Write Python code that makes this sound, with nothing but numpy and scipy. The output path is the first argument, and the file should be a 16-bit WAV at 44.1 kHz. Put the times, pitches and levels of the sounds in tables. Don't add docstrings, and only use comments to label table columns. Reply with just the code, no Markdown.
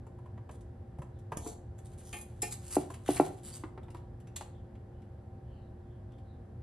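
import sys
import numpy as np
from scipy import signal
from scipy.fft import rfft, irfft
from scipy.io import wavfile
from scipy.ndimage import uniform_filter1d

SR = 44100
rng = np.random.default_rng(int(sys.argv[2]) if len(sys.argv) > 2 else 0)


def to_wav(sig):
    pcm = np.clip(np.atleast_2d(sig), -1, 1) * 32767
    pcm = np.round(pcm).astype(np.int16)
    wavfile.write(sys.argv[1], SR, pcm.T)


N = 291942
T = np.arange(N) / SR
HIT_N = SR // 2
HIT_T = T[:HIT_N]

# start_s, tap_peak_db, claw_peak_db
FOOTFALLS = [(.067, -49, -57), (0.188, -53.5, -63), (.259, -48.5, -62), (.377, -48.5, -66),
             (0.492, -42.5, -55.5), (.986, -44, -55.5), (1.019, -42.5, -52), (1.3196, -30.5, -45.5),
             (1.461, -43.5, -41), (2.902, -38.5, -43.5), (3.636, -35, -60), (3.776, -42.5, -61),
             (3.882, -49, -66), (3.946, -42, -50.5), (4.409, -36, -40)]
# pitch_hz, level_db, t60_s
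WALL_MODES = [(297, 0, 0.049), (359.7, -12, 0.17), (430, 2.5, 0.041), (588, -11.5, 0.043),
              (714.7, -2, 0.083), (838, -2, 0.078), (1156, -3, 0.0565), (1230, -16, 0.065),
              (1632, -13, .13), (1809, -6, 0.11), (2130, -8.5, .1), (2173, -14.5, 0.089),
              (2340, -8.5, 0.072), (2462, -6.5, 0.18), (2640, -12, 0.089), (2300, -10.5, .11),
              (2716, -8.5, 0.13), (3110, -13, 0.078), (3363, -16.5, 0.17), (3623, -27, .08)]
# frequency_hz, gain_db
SHELL_SPECTRUM = [(300, -23.5), (1000, -5.5), (1600, -8), (2600, -9.5), (3600, -6.5), (5300, -9),
                  (7000, 0.5), (9800, 3.5), (11400, 1), (12400, -12), (13500, -40)]


def undb(db):
    return 10 ** (np.asarray(db) / 20)


def along(points, size):
    hz, value = np.transpose(points)
    bin_hz = np.arange(size // 2 + 1) * SR / size
    return np.interp(np.log(bin_hz + 1), np.log(hz), value)


def colour(x, points):
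    size = len(x)
    cepstrum = irfft(np.log(undb(along(points, size))), size)
    cepstrum[1:size // 2] *= 2
    cepstrum[size // 2 + 1:] = 0
    return irfft(rfft(x) * np.exp(rfft(cepstrum)), size)


def brighten(x, db):
    return colour(x, [(2200, -db), (7000, 0.01)])


def peak(x, db):
    return x * undb(db) / np.abs(x).max()


def add(track, start_s, x):
    start = int(start_s * SR)
    track[start:start + len(x)] += x[:N - start]


def swell(rise_s):
    return 1 - np.exp(-HIT_T / rise_s)


def fade(t60):
    return np.exp(-np.log(1000) * HIT_T / t60)


def stroke(length_s):
    return np.sqrt(np.abs(np.sin(np.pi * np.minimum(HIT_T / length_s, 1))))


def mode(hz, t60, delay_s=0):
    t = np.maximum(HIT_T - delay_s, 0)
    return np.sin(2 * np.pi * hz * t) * np.exp(-np.log(1000) * t / t60)


def wander(rate_hz, size=HIT_N):
    hold = int(SR / rate_hz)
    held = np.repeat(rng.standard_normal(size // hold + 1), hold)
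    return uniform_filter1d(held, hold)[:size]


def grains(per_s, scatter_db, size=HIT_N):
    slips = (rng.random(size) < per_s / SR) * rng.standard_normal(size)
    slips *= undb(scatter_db * np.minimum(rng.exponential(size=size), 4))
    return slips / slips.std()


def hollow(x, ring_db=-8, count=28):
    ring = sum(rng.standard_normal() * mode(hz, t60=.008) for hz in rng.uniform(2500, 11000, count))
    return x + undb(ring_db) * signal.fftconvolve(x, ring / np.linalg.norm(ring))[:len(x)]


def whistles(notes, fall, warble, gain_db):
    out = np.zeros(N)
    for start_s, length_s, start_hz, db in notes:
        progress = np.minimum(HIT_T / length_s, 1)
        hz = start_hz * (1 - fall * progress) * (1 + warble * wander(600))
        tone = np.sin(2 * np.pi * np.cumsum(hz) / SR)
        add(out, start_s, undb(db + gain_db) * np.sin(np.pi * progress) * tone)
    return out


def diffuse(mid, side):
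    # frequency_hz, side_gain_db
    width = [(60, -57), (120, -45), (200, -22.5), (360, -3.5), (700, -3), (1300, -3.5), (3000, -3.5),
             (8000, -9)]
    side = colour(side, width)
    return np.array([mid + side, mid - side])


def room_tone(air_db=-47.5, hum_gain_db=-1, waver_db=2.5, drift_rad=0.072):
    # frequency_hz, gain_db
    air_spectrum = [(22, -57), (40, -7.5), (55, -4.5), (78, 1.5), (110, 0), (165, -11.5), (230, -10.5),
                    (310, -20), (500, -22.5), (820, -28), (1200, -38), (1750, -39), (2300, -49),
                    (4200, -55.5), (6000, -58.5), (11500, -56.5), (13500, -80)]
    # pitch_hz, relative_db
    partials = [(118.4, -56), (355.3, -61), (473.7, -73.5), (532.9, -71), (646.0, -77), (775.2, -69.5)]
    mid, side = (colour(rng.standard_normal(N), air_spectrum) for _ in range(2))
    air = diffuse(mid, side) / mid.std() * undb(air_db)
    hum = np.zeros(N)
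    for hz, db in partials:
        amplitude = np.sqrt(2) * undb(db + hum_gain_db + waver_db * wander(8.6, N))
        hum += amplitude * np.sin(2 * np.pi * hz * T + drift_rad * wander(3.7, N))
    return air + hum


def paws(tap_hz=922, pitch_spread=0.068, tone_gain_db=-3):
    # start_s, peak_db, pitch_hz
    thumps = [(0.991, -30.5, 123.5), (1.319, -37.5, 120), (1.467, -42, 441), (3.637, -37, 319),
              (3.779, -44.5, 362), (3.946, -46, 331)]
    # frequency_hz, gain_db
    tap_spectrum = [(120, -16), (300, -1), (450, 0), (tap_hz, -3), (tap_hz, 1), (1.24 * tap_hz, -7),
                    (2200, -16), (3500, -27), (7000, -42), (14000, -70)]
    out = np.zeros(N)
    onset = swell(rise_s=0.0012)
    for start_s, db, _ in FOOTFALLS:
        tap = colour(rng.standard_normal(HIT_N) * onset * fade(t60=0.05), tap_spectrum)
        tone_hz = tap_hz * (1 + pitch_spread * rng.standard_normal())
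        tone = mode(tone_hz, t60=0.024) * onset
        add(out, start_s, peak(tap, db) + peak(tone, db + tone_gain_db))
    for start_s, db, hz in thumps:
        add(out, start_s, peak(mode(hz, t60=0.1) * onset, db))
    return out


def ticks(snap=2.67, full_splinter_db=-35, nibble_db=-57.5, nibble_bright_db=-31):
    # start_s, peak_db, brightness_db
    cracks = [(0.512, -49, -12), (0.6086, -54.5, -10), (1.1898, -56.5, -17), (1.37, -28.5, -3),
              (1.4727, -34.5, 3), (2.128, -31, -13.5), (2.4195, -17.5, 4), (2.43, -32, -14),
              (2.9396, -40.5, -20.5), (3.061, -38, -21), (3.078, -32.5, -23), (3.1665, -32, -24.5),
              (3.832, -53.5, -22), (3.904, -50.5, -16), (3.9694, -51, -24), (4.2023, -55.5, -16),
              (4.272, -49.5, -26), (4.361, -28, -5.5)]
    # time_s, brightness_db
    claw_brightness = [(1.0, 10), (3.8, -14)]
    nibble_times = [4.753, 5.02, 6.121, 6.184]
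    # frequency_hz, gain_db
    click_spectrum = [(300, -33), (1200, -12), (2400, -12.5), (3300, -5.5), (4200, -6), (5300, -4),
                      (7000, 3.5), (10000, 6.5), (11500, 2), (12700, -9), (14000, -42.5)]
    claws = [(s, db, np.interp(s, *np.transpose(claw_brightness))) for s, _, db in FOOTFALLS]
    nibbles = [(s, nibble_db, nibble_bright_db) for s in nibble_times]
    out = np.zeros(N)
    for start_s, db, bright_db in cracks + claws + nibbles:
        splinter = min(undb((db - full_splinter_db) / 3), 1)
        crack = splinter * grains(per_s=11370, scatter_db=1.2) * swell(rise_s=0.0011) * fade(t60=0.061)
        crack[0] += snap
        click = colour(hollow(crack), click_spectrum)
        add(out, start_s, peak(brighten(click, bright_db), db))
    return out


def scrapes(rib_hz=250, rib_db=3, neutral_db=-55, brightness_per_db=0.37):
    # start_s, length_s, level_db
    pushes = [(0.529, 0.032, -64.5), (1.781, 0.026, -63), (1.847, 0.029, -58.5), (1.976, 0.035, -58.5),
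              (2.031, 0.1, -56.5), (2.128, .11, -48.5), (2.427, 0.069, -48.5), (2.508, 0.048, -43),
              (2.642, 0.11, -53), (2.704, 0.065, -39), (2.901, 0.042, -61.5), (3.075, 0.14, -45),
              (3.43, 0.088, -48.5), (3.511, 0.075, -50)]
    out = np.zeros(N)
    for start_s, length_s, db in pushes:
        slips = undb(rib_db * wander(rib_hz)) * grains(per_s=3000, scatter_db=-0.9)
        rasp = colour(hollow(slips), SHELL_SPECTRUM)
        rasp = brighten(rasp, brightness_per_db * (db - neutral_db))
        add(out, start_s, rasp / rasp.std() * stroke(length_s) * undb(db))
    return out


def birds():
    # start_s, length_s, start_hz, relative_db
    calls = [(1.098, 0.12, 3870, -85), (4.52, 0.067, 3600, -76.5), (4.915, 0.09, 3250, -86),
             (5.44, 0.19, 3205, -78.5), (5.476, 0.23, 4340, -84.5), (5.81, .2, 3490, -85.5),
             (6.1, .06, 3550, -78.5), (6.24, 0.12, 4200, -80.5)]
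    return whistles(calls, fall=0.13, warble=0.07, gain_db=-1)


def wall_clanks(spread_db=2, rattle=0.078):
    # start_s, peak_db, tilt_db_per_octave
    blows = [(1.3709, -28.5, -9), (1.4654, -33, -11), (2.1306, -35.5, 4), (2.142, -37, 3), (2.161, -44, 1),
             (2.421, -41.5, 2), (2.4294, -26, -2.5), (2.942, -55, -5), (3.162, -38, -8), (4.361, -47, 1.5)]
    out = np.zeros(N)
    count = len(WALL_MODES)
    for start_s, db, tilt_db in blows:
        weights = undb(spread_db * rng.standard_normal(count)) * rng.choice([-1, 1], count)
        ring = sum(weight * undb(mode_db + tilt_db * np.log2(hz / 1000)) * mode(hz, t60)
                   for weight, (hz, mode_db, t60) in zip(weights, WALL_MODES))
        contact = rattle * grains(per_s=2000, scatter_db=0.85) * fade(t60=0.0404)
        contact[0] += 1
        add(out, start_s, peak(signal.fftconvolve(ring, contact), db))
    return out


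def rim_skid(bright_db=7, ring_db=-44):
    # start_s, length_s, level_db
    slide = (1.4, 0.14, -55)
    start_s, length_s, db = slide
    slips = grains(per_s=6000, scatter_db=.6) * undb(2 * wander(250)) * stroke(length_s)
    hiss = brighten(colour(hollow(slips), SHELL_SPECTRUM), bright_db)
    hiss = signal.lfilter(*signal.butter(4, 10500, fs=SR), hiss)
    wall = sum(undb(mode_db) * mode(hz, t60) for hz, mode_db, t60 in WALL_MODES)
    ring = signal.lfilter(*signal.butter(3, [400, 820], "band", fs=SR), signal.fftconvolve(slips, wall))
    out = np.zeros(N)
    add(out, start_s, hiss / hiss[HIT_T < length_s].std() * undb(db))
    add(out, start_s, peak(ring, ring_db))
    return out


def stirring_nuts(uneven_db=5.5, bright_db=-7):
    # time_s, level_db
    levels = [(1.75, -85), (1.95, -69.5), (2.28, -77), (2.39, -72.5), (2.6, -71.5), (2.8, -59),
              (3.02, -72.5), (3.1, -45.5), (3.3, -63), (3.42, -66.5), (3.6, -68.5), (3.7, -101)]
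    slips = grains(per_s=2500, scatter_db=-0.5, size=N)
    rustle = brighten(colour(slips, SHELL_SPECTRUM), bright_db)
    db = np.interp(T, *np.transpose(levels), left=-np.inf, right=-np.inf)
    return rustle / rustle.std() * undb(db + uneven_db * wander(40, N))


def pail_knocks(travel_at_1khz_s=0.00257, radiate_hz=412, jostle=0.014):
    # start_s, peak_db, cutoff_hz
    landings = [(2.7643, -12.5, 676), (3.086, -14.5, 597), (3.1955, -7.5, 950)]
    # pitch_hz, level_db,
    # t60_s
    knock_modes = [(147.5, -8.5, 0.3), (294, 2.9, 0.078), (328, -0.3, 0.05), (350.6, -9, 0.16),
                   (361.7, -18, 0.38), (674, -15, 0.053), (734.5, 6, 0.021), (787, -17, 0.098),
                   (804, -35, 0.55), (1074, -14, 0.023), (1172, -22, 0.1), (1354, -12.5, 0.04),
                   (1943, -9.5, 0.027), (2340, -16.5, 0.082), (2650, -16, 0.072)]
    ring = sum(undb(db) * mode(hz, t60, delay_s=travel_at_1khz_s * np.sqrt(1000 / hz))
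               for hz, db, t60 in knock_modes)
    ring = signal.lfilter(*signal.butter(2, radiate_hz, "high", fs=SR), ring)
    out = np.zeros(N)
    for start_s, db, cutoff_hz in landings:
        blow = jostle * grains(per_s=1300, scatter_db=1.1) * swell(rise_s=.01) * fade(t60=0.095)
        blow[0] += 1
        blow = signal.lfilter(*signal.butter(2, cutoff_hz, fs=SR), blow)
        add(out, start_s, peak(signal.fftconvolve(ring, blow), db))
    return out


def shell_squeaks():
    # start_s, length_s, pitch_hz, relative_db
    squeaks = [(3.165, 0.0095, 7650, -28), (3.522, 0.021, 4670, -41.5), (3.555, 0.019, 8370, -44)]
    return whistles(squeaks, fall=0, warble=0.012, gain_db=-10)


def room(x, wet_db, onset_s=0.0017):
    # frequency_hz, t60_s
    decay_times = [(150, .42), (700, .42), (2500, .37), (7000, .3), (12000, .26)]
    # delay_s, gain_db
    echoes = [(0.0114, -18), (0.0132, -14.5)]
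    edges_hz = np.geomspace(100, 16000, num=9)
    tail = np.zeros((2, HIT_N))
    for low, high in zip(edges_hz, edges_hz[1:]):
        bandpass = signal.butter(3, [low, high], "band", fs=SR, output="sos")
        t60 = np.interp(np.sqrt(low * high), *np.transpose(decay_times))
        tail += signal.sosfilt(bandpass, rng.standard_normal((2, HIT_N))) * fade(t60)
    tail *= np.minimum(HIT_T / onset_s, 1) ** 2
    response = diffuse(*tail) * undb(wet_db) / np.linalg.norm(tail[0])
    response[:, 0] += 1
    for delay_s, db in echoes:
        response[:, int(delay_s * SR)] += undb(db)
    return signal.fftconvolve(x[None], response, axes=1)[:, :N]


def scene():
    shells = ticks() + scrapes() + rim_skid() + stirring_nuts() + shell_squeaks()
    yard = birds()
    near = room(pail_knocks(), wet_db=-13.5)
    near += room(paws() + wall_clanks(), wet_db=-10)
    near += room(shells, wet_db=-8)
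    return near + room(yard, wet_db=1.5) + room_tone()


def record(dry, top_hz=13900):
    # frequency_hz, lead_rad
    port_phase = [(700, 0), (2200, -.45), (3200, 0), (4900, 0), (5700, -1.6), (8000, -1.9), (12000, -2.15)]
    half_lead = np.exp(.5j * along(port_phase, N))
    ports = irfft(rfft(dry) * np.array([half_lead, half_lead.conj()]), N)
    return signal.sosfilt(signal.ellip(8, .2, 70, top_hz, fs=SR, output="sos"), ports)


dry = scene()
out = record(dry)
to_wav(out)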